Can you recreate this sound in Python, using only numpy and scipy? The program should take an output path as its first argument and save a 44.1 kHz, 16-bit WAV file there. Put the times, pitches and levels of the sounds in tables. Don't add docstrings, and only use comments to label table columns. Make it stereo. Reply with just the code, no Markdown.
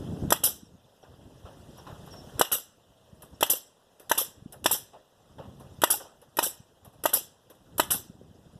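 import sys
import numpy as np
from scipy import signal
from scipy.fft import rfft, irfft, next_fast_len
from scipy.io import wavfile
from scipy.ndimage import uniform_filter1d

SR = 44100
rng = np.random.default_rng(int(sys.argv[2]) if len(sys.argv) > 2 else 0)


def waveform_to_disk(signal):
    frames = np.transpose(np.atleast_2d(signal))
    scaled = np.clip(frames, -1, 1) * 32767
    samples = np.round(scaled).astype(np.int16)
    wavfile.write(sys.argv[1], SR, samples)


N = 378819

# (time [s], piston travel since the valve opened [ms], blow level [dB],
# second blow re first [dB], crack level [dB])
BLOWS = [(0.323, 18.8, -8.5, -3.5, -9.5), (2.4124, 19, -5, -19.5, -10), (3.428, 20.2, -8, -7.5, -11),
         (4.1147, 19.7, -9.5, -7.5, -12.5), (4.6593, 17.4, -8.5, -7, -9.5), (5.837, 19.6, -6.5, -6, -12),
         (6.3882, 19.1, -10.5, 0.1, -11.5), (7.056, 19.6, -9.5, -1, -11), (7.797, 16.9, -8, -0.2, -10)]
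# (frequency [Hz], density [dB per Hz])
VALVE_AIR = [(200, -1), (400, -1), (800, -18.5), (1500, -9.5), (3000, -11), (5000, -11), (7500, -7),
             (10000, -0.8), (11500, 6), (13000, -10), (14000, -8.5)]


def amp(db):
    return 10 ** (np.asarray(db) / 20)


def evened(x):
    return x / np.sqrt(np.mean(x ** 2) + 1e-20)


def read(points, hz):
    f, value = np.transpose(points)
    return np.interp(np.log(hz + 1), np.log(f + 1), value)


def curve(rows):
    return np.interp(np.arange(N) / SR, *np.transpose(rows))


def add(mix, s, sound):
    part = mix[..., round(s * SR):][..., :sound.shape[-1]]
    part += sound[..., :part.shape[-1]]


def noise(spectrum, alike=None, patchy_db=3.5):
    # (frequency [Hz], correlation [0-1])
    near_alike = [(300, 0.88), (1500, 0.86), (3000, 0.72), (6000, 0.23), (12000, 0.2)]
    # (frequency [Hz], level [dB])
    right_tilt = [(500, 3), (3000, 4.5), (8000, -1), (12000, -6), (14000, -1)]
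    frames, hz = N // 128 + 5, np.fft.rfftfreq(512, 1 / SR)
    a, b, c, d, patches = rng.standard_normal((frames, 257, 5)).T
    patches = uniform_filter1d(patches, size=6, axis=0)
    patches = evened(uniform_filter1d(patches, size=8, axis=1))
    same = np.clip(read(near_alike if alike is None else alike, hz), -1, 1)[:, None]
    left = a + 1j * b
    right = same * left + np.sqrt(1 - same ** 2) * (c + 1j * d)
    right = right * amp(read(right_tilt, hz))[:, None]
    z = np.array([left, right]) * amp(read(spectrum, hz)[:, None] + patchy_db * patches)
    return evened(signal.istft(z, nperseg=512, noverlap=384)[1][:, :N])


def swell(rise, t60):
    t = np.arange(SR // 2) / SR
    return (1 - np.exp(-(t / rise) ** 2)) * amp(-60 * t / t60)


def splutter(depth_db, size):
    drift = uniform_filter1d(rng.standard_normal(N), size=size)
    return amp(depth_db * evened(uniform_filter1d(drift, size=size)))


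def ring(modes, damp):
    t = np.arange(SR // 8)[:, None] / SR
    hz, db, t60 = np.transpose(modes)
    shift, weight = rng.standard_normal((2, len(hz)))
    decay = amp(db + 6.9 * weight - 60 * t / (damp * t60))
    out = (decay * np.sin(2 * np.pi * hz * (1 + .04 * shift) * t)).sum(1)
    return -out / abs(out).max()


def site():
    # (frequency [Hz], density [dB per Hz])
    air = [(150, 0), (300, -12), (500, -6.5), (900, -18), (1300, -26), (2200, -26), (3300, -28),
           (5000, -30.5), (8000, -35.5), (11000, -30), (13500, -39.5)]
    # (frequency [Hz], correlation [0-1])
    diffuse = [(300, 0.56), (1500, 0.2), (4000, 0.05), (12000, .05)]
    hiss = noise([(500, -2.0), (3000, -3.0), (5000, -5.5), (8000, -17), (14000, -21.0)], diffuse)
    return amp(-61) * noise(air, diffuse, patchy_db=2.0) + amp(-72.5) * hiss


def wind():
    # (time [s], level [dB])
    buffet = [(0, -36.5), (.3, -32), (.4, -36), (.7, -43.5), (1.0, -60), (1.1, -44), (1.45, -44.5),
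              (2.35, -46.5), (2.5, -55.5), (3.0, -52.5), (3.35, -44.5), (3.7, -65.5), (3.95, -65.5),
              (4.15, -48), (4.7, -39), (5.1, -66.5), (5.4, -38.5), (5.8, -45), (6.2, -53.5), (6.5, -47.5),
              (6.8, -53), (7.1, -44.5), (7.4, -55), (7.8, -36), (8.59, -46)]
    # (frequency [Hz], density [dB per Hz])
    gust = [(20, -14.5), (40, -1.5), (80, 5.5), (130, 2.75), (200, -8), (280, -12.5), (400, -21.5),
            (600, -35.5), (1000, -47)]
    # (frequency [Hz], density [dB per Hz])
    flutter = [(60, -30.5), (110, -8.5), (170, 2), (260, -6), (400, -13.5), (700, -27.5), (3000, -70.5)]
    # (time [s], envelope peak [dB], pitch [Hz])
    eddies = [(0.137, -27, 104), (0.252, -19, 180), (.281, -22, 133), (0.634, -25.5, 173.6),
              (1.451, -24.5, 74.4), (1.93, -29.5, 94), (2.361, -29, 89.8), (3.133, -27.5, 130),
              (3.328, -31.5, 107), (4.426, -23, 122), (4.462, -17.5, 169), (5.404, -23.5, 116.6),
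              (5.791, -27.5, 113), (6.605, -25.5, 122), (6.879, -27, 115.7), (7.95, -19, 172),
              (8.101, -23, 150), (8.215, -29.5, 328), (8.314, -29.5, 141), (8.469, -28, 110),
              (8.561, -24.5, 121)]
    hz = np.fft.rfftfreq(N, 1 / SR)
    lumps = rfft(rng.standard_normal((2, N))) / (1 + (hz / 24) ** 4)
    lumps = evened(irfft(lumps, N))
    colour = amp(read([(5.5, -39)] + gust + [(3000, -72.5)], hz))
    lumpy = rng.standard_normal((2, N)) * amp(3.5 * lumps)
    left, right = (evened(irfft(rfft(port) * colour, N)) for port in lumpy)
    wind_db = curve(buffet)
    out = amp(wind_db) * np.array([left, amp(-14) * right])

    roar = rng.standard_normal(N) * amp(2.37 * lumps[0])
    roar = evened(irfft(rfft(roar) * amp(read(flutter, hz)), N))
    out[0] += amp(-47 + 1.5 * (wind_db + 39)) * roar

    t = np.arange(-1300, 1300) / SR
    for (s, db, pitch_hz), phase in zip(eddies, rng.random(len(eddies))):
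        turns = pitch_hz * t
        eddy = np.exp(-(turns / 0.45) ** 2) * np.sin(2 * np.pi * (turns + phase))
        add(out[0], s + t[0], amp(db) * eddy)
    return out


def birds():
    # (time [s], level before panning [dB], first pitch [Hz], length [s])
    notes = [(0.647, -69, 5700, 0.035), (1.012, -71, 6900, 0.043), (1.775, -68.5, 6400, 0.036),
             (2.098, -67, 6200, 0.061), (2.148, -68.5, 6300, 0.076), (2.225, -81, 5780, 0.038),
             (3.337, -71.5, 5600, 0.027)]
    held_hz, slide_s, waver_hz = 5430, .011, 60
    out = np.zeros(N)
    for s, db, first_hz, length in notes:
        t = np.arange(0, length, 1 / SR)
        waver = evened(uniform_filter1d(rng.standard_normal(4500), size=90))[:len(t)]
        hz = held_hz + (first_hz - held_hz) * np.exp(-t / slide_s) + waver_hz * waver
        note = signal.windows.tukey(len(t), .7) * np.sin(2 * np.pi * np.cumsum(hz) / SR)
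        add(out, s, amp(db) * note)
    return out * amp([[2.5], [-2.5]])


def faint_tone():
    # (time [s], length [s], level [dB], first pitch [Hz], last pitch [Hz])
    tones = [(2.86, 0.4, -71.5, 662, 622.5)]
    out = np.zeros(N)
    for s, length, db, first_hz, last_hz in tones:
        hz = np.linspace(first_hz, last_hz, round(length * SR))
        tone = signal.windows.tukey(len(hz), .6) * np.sin(2 * np.pi * np.cumsum(hz) / SR)
        add(out, s, amp(db) * tone)
    return out


def taps():
    # (time [s], tick level [dB], knock level [dB])
    touches = [(1.775, -61.5, -50), (2.062, -63, -54.5), (2.126, -66, -54), (2.373, -73.5, -49.5),
               (3.221, -45.5, -51), (3.997, -46.5, -47.5), (4.523, -42, -43), (5.598, -56, -49.5),
               (6.215, -55, -47), (6.847, -50, -45.5), (6.929, -63.5, -61), (7.499, -49.5, -47),
               (7.549, -64.5, -64)]
    # (time [s], level [dB])
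    thuds = [(1.028, -53), (1.451, -50.5), (1.866, -48.5), (4.931, -49), (5.382, -45.5), (6.0, -41.5)]
    # (frequency [Hz], density [dB per Hz])
    knock_colour = [(200, -5.5), (500, -0.5), (1000, -9.5), (2000, -19.5), (4000, -22), (9000, -34)]
    ticks, knocks = np.zeros((2, N))
    for s, tick_db, knock_db in touches:
        add(ticks, s, amp(tick_db) * (swell(0.00034, 0.085) + amp(-16.5) * swell(.005, 0.29)))
        add(knocks, s, amp(knock_db) * swell(0.0098, 0.15))
    fade = np.linspace(1, 0, SR // 2)
    for s, db in thuds:
        tail = amp(-1.5) * fade * swell(0.0077, 0.39)
        add(knocks, s, amp(db) * (swell(0.0021, 0.04) + tail))
    return ticks * noise(VALVE_AIR) + knocks * noise(knock_colour)


def vents():
    # (time [s], jet level [dB])
    releases = [(0.4353, -11.5), (2.5158, -14.5), (3.4975, -13.5), (4.1762, -14), (4.7107, -14.5),
                (5.9016, -13.5), (6.4272, -15.5), (7.133, -14), (7.9046, -13)]
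    # (frequency [Hz], density [dB per Hz])
    jet_colour = [(200, -16), (400, -18), (800, -20.5), (1500, -23.5), (3000, -18), (5000, -14), (7500, -9),
                  (10000, -5.5), (11500, 3), (13000, -4.5), (14000, -10)]
    # (frequency [Hz], density [dB per Hz])
    dying_colour = [(200, -6), (400, -3.5), (800, -20), (1500, -30.5), (3000, -13), (5000, -4.5),
                    (7500, -1), (10000, -7.5), (11500, -12), (13000, -21.5), (14000, -19.5)]
    # (mean frequency [Hz], mean level [dB], t60 at damp 1 [s])
    head = [(530, 2, 0.033), (848, -3, 0.046), (1510, -11.5, 0.034), (2950, -2.5, 0.035),
            (3280, -7.5, 0.014)]
    piston_db, return_s = -26, .038
    jet, dying, knocks = np.zeros((3, N))
    for s, db in releases:
        add(jet, s, amp(db) * swell(0.0034, 0.18))
        add(dying, s, amp(db - 19.5) * swell(0.015, 0.36))
        add(knocks, s, amp(piston_db + 5.0) * ring(head, 0.39))
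        add(knocks, s + return_s, amp(piston_db) * ring(head, 1.0))
    return jet * splutter(1.4, size=90) * noise(jet_colour) + dying * noise(dying_colour) + knocks


def valve():
    level = np.zeros(N)
    for s, travel_ms, *_ in BLOWS:
        spit_and_hiss = swell(.0008, .038) + amp(-8) * swell(0.0025, .3)
        add(level, s - travel_ms * .001, amp(-27) * spit_and_hiss)
    return level * noise(VALVE_AIR)


def blows():
    # (frequency [Hz], density [dB per Hz])
    crack_colour = [(300, -15.5), (800, -6), (1500, -9.5), (3000, -4), (5000, -8), (7500, -3.5),
                    (10000, -6), (11500, 3.5), (13000, -5.5), (14000, -10.5)]
    # (mean frequency [Hz], mean level [dB], t60 at damp 1 [s])
    board = [(350, 8, 0.053), (840, 5, 0.025), (1340, -17.5, 0.063), (1993, 13, 0.13), (2877, 4, 0.27),
             (3730, -12, 0.072), (3700, -11, 0.025)]
    third_db, rebound_s, rebound_db = -13.5, 0.035, -37
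    level, clank, thumps = np.zeros((3, N))
    u = np.arange(-88, 160) / (SR * .00017)
    pulse = 0.72 * np.exp(-((u - 1.5) / 6.27) ** 2 / 2) - np.exp(-u ** 2 / 2)
    pulse -= pulse.mean() * 2 * np.hanning(len(u))
    for s, _, db, second_db, crack_db in BLOWS:
        for late, step_db in ((0, 0.0034), (.0032, second_db), (.0064, third_db)):
            add(thumps, s + late - 88 / SR, amp(db + step_db) * pulse)
            add(thumps, s + late, amp(db + step_db - 12.5) * ring(board, 0.34))
        add(level, s, amp(crack_db) * swell(.0016, .03))
        add(level, s, amp(crack_db - 20.5) * swell(0.0028, 0.2))
        add(clank, s + 0.0022, amp(crack_db + 2) * swell(0.0012, 0.0022))
        add(level, s + rebound_s, amp(rebound_db) * swell(.0012, 0.059))
        add(thumps, s + rebound_s, amp(rebound_db + 2.5) * ring(board, 0.41))
    crack = level * splutter(0.57, size=25) * noise(crack_colour)
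    return thumps + crack + clank * noise(VALVE_AIR)


def yard(x):
    # (frequency [Hz], t60 [s])
    decay = [(300, .26), (2000, .5), (7000, .3), (12000, .13)]
    echoes = np.zeros((2, SR // 2))
    at = np.arange(300, SR // 2 - 20, 20) + rng.integers(0, 20, (2, (SR // 2 - 301) // 20))
    np.put_along_axis(echoes, at, rng.choice([-1., 1.], at.shape), 1)
    hz, t, z = signal.stft(echoes, SR, nperseg=256)
    tail = signal.istft(z * amp(-60 * t / read(decay, hz)[:, None]), SR, nperseg=256)[1]
    return signal.fftconvolve(x, tail / np.linalg.norm(tail[0]), axes=1)[:, :N]


def scene():
    port_lag = 3.6
    tool = valve() + blows() + vents() + taps()
    late = np.sinc(np.arange(-32, 33) - np.array([[port_lag], [0]])) * np.hanning(65)
    near = signal.oaconvolve(tool, late, "same", axes=1) + birds() + faint_tone()
    return near + amp(-19.5) * yard(near) + wind() + site()


def gain_control(x):
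    threshold_db, range_db, attack_s, hold_s, climb_db_per_s = -37, 11.5, 0.011, .33, 8.5
    heard = signal.sosfilt(signal.butter(2, 1000, "high", fs=SR, output="sos"), x)
    power = signal.lfilter(np.ones(88) / 88, 1, (heard ** 2).mean(0))
    over_db = np.clip(10 * np.log10(power + 1e-12) - threshold_db, 0, range_db)
    over_db = over_db * (1 + hold_s * climb_db_per_s / range_db)
    climb = np.arange(N) * climb_db_per_s / SR
    over_db = np.clip(np.maximum.accumulate(over_db + climb) - climb, 0, range_db)
    keep = np.exp(-1 / (attack_s * SR))
    return amp(range_db - signal.lfilter([1 - keep], [1, -keep], over_db))


def record(dry):
    # (frequency [Hz], share [0-1])
    cross_share = [(100, .82), (2200, .92), (4500, .88), (7000, .7), (13000, .6)]
    # (frequency [Hz], level [dB])
    roll_off = [(13900, 0), (14300, -5), (14650, -32), (15700, -46)]
    cross_lag, edge_hz = 19.7, 15700
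    size = next_fast_len(N + 64)
    hz, z = np.fft.rfftfreq(size, 1 / SR), rfft(dry, size)
    cross = np.clip(read(cross_share, hz), 0, .95) * np.exp(-2j * np.pi * hz * cross_lag / SR)
    hiss_colour = [(2500, -28.5), (5000, -2.5), (7000, -1.0), (11000, -2.5), (14000, -5)]
    hiss = amp(-71.5) * noise(hiss_colour, [(100, 0.0033), (14000, 0.00059)])
    wide = z - cross * z[::-1] + rfft(hiss, size)
    wide = irfft(wide * amp(read(roll_off, hz)), size)[:, :N]
    wide = np.clip(wide * gain_control(dry), -1, 1)
    low_pass = signal.firwin(511, edge_hz, window=("kaiser", 9), fs=SR)
    return signal.oaconvolve(wide, low_pass[None], "same")


dry = scene()
out = record(dry)
waveform_to_disk(out)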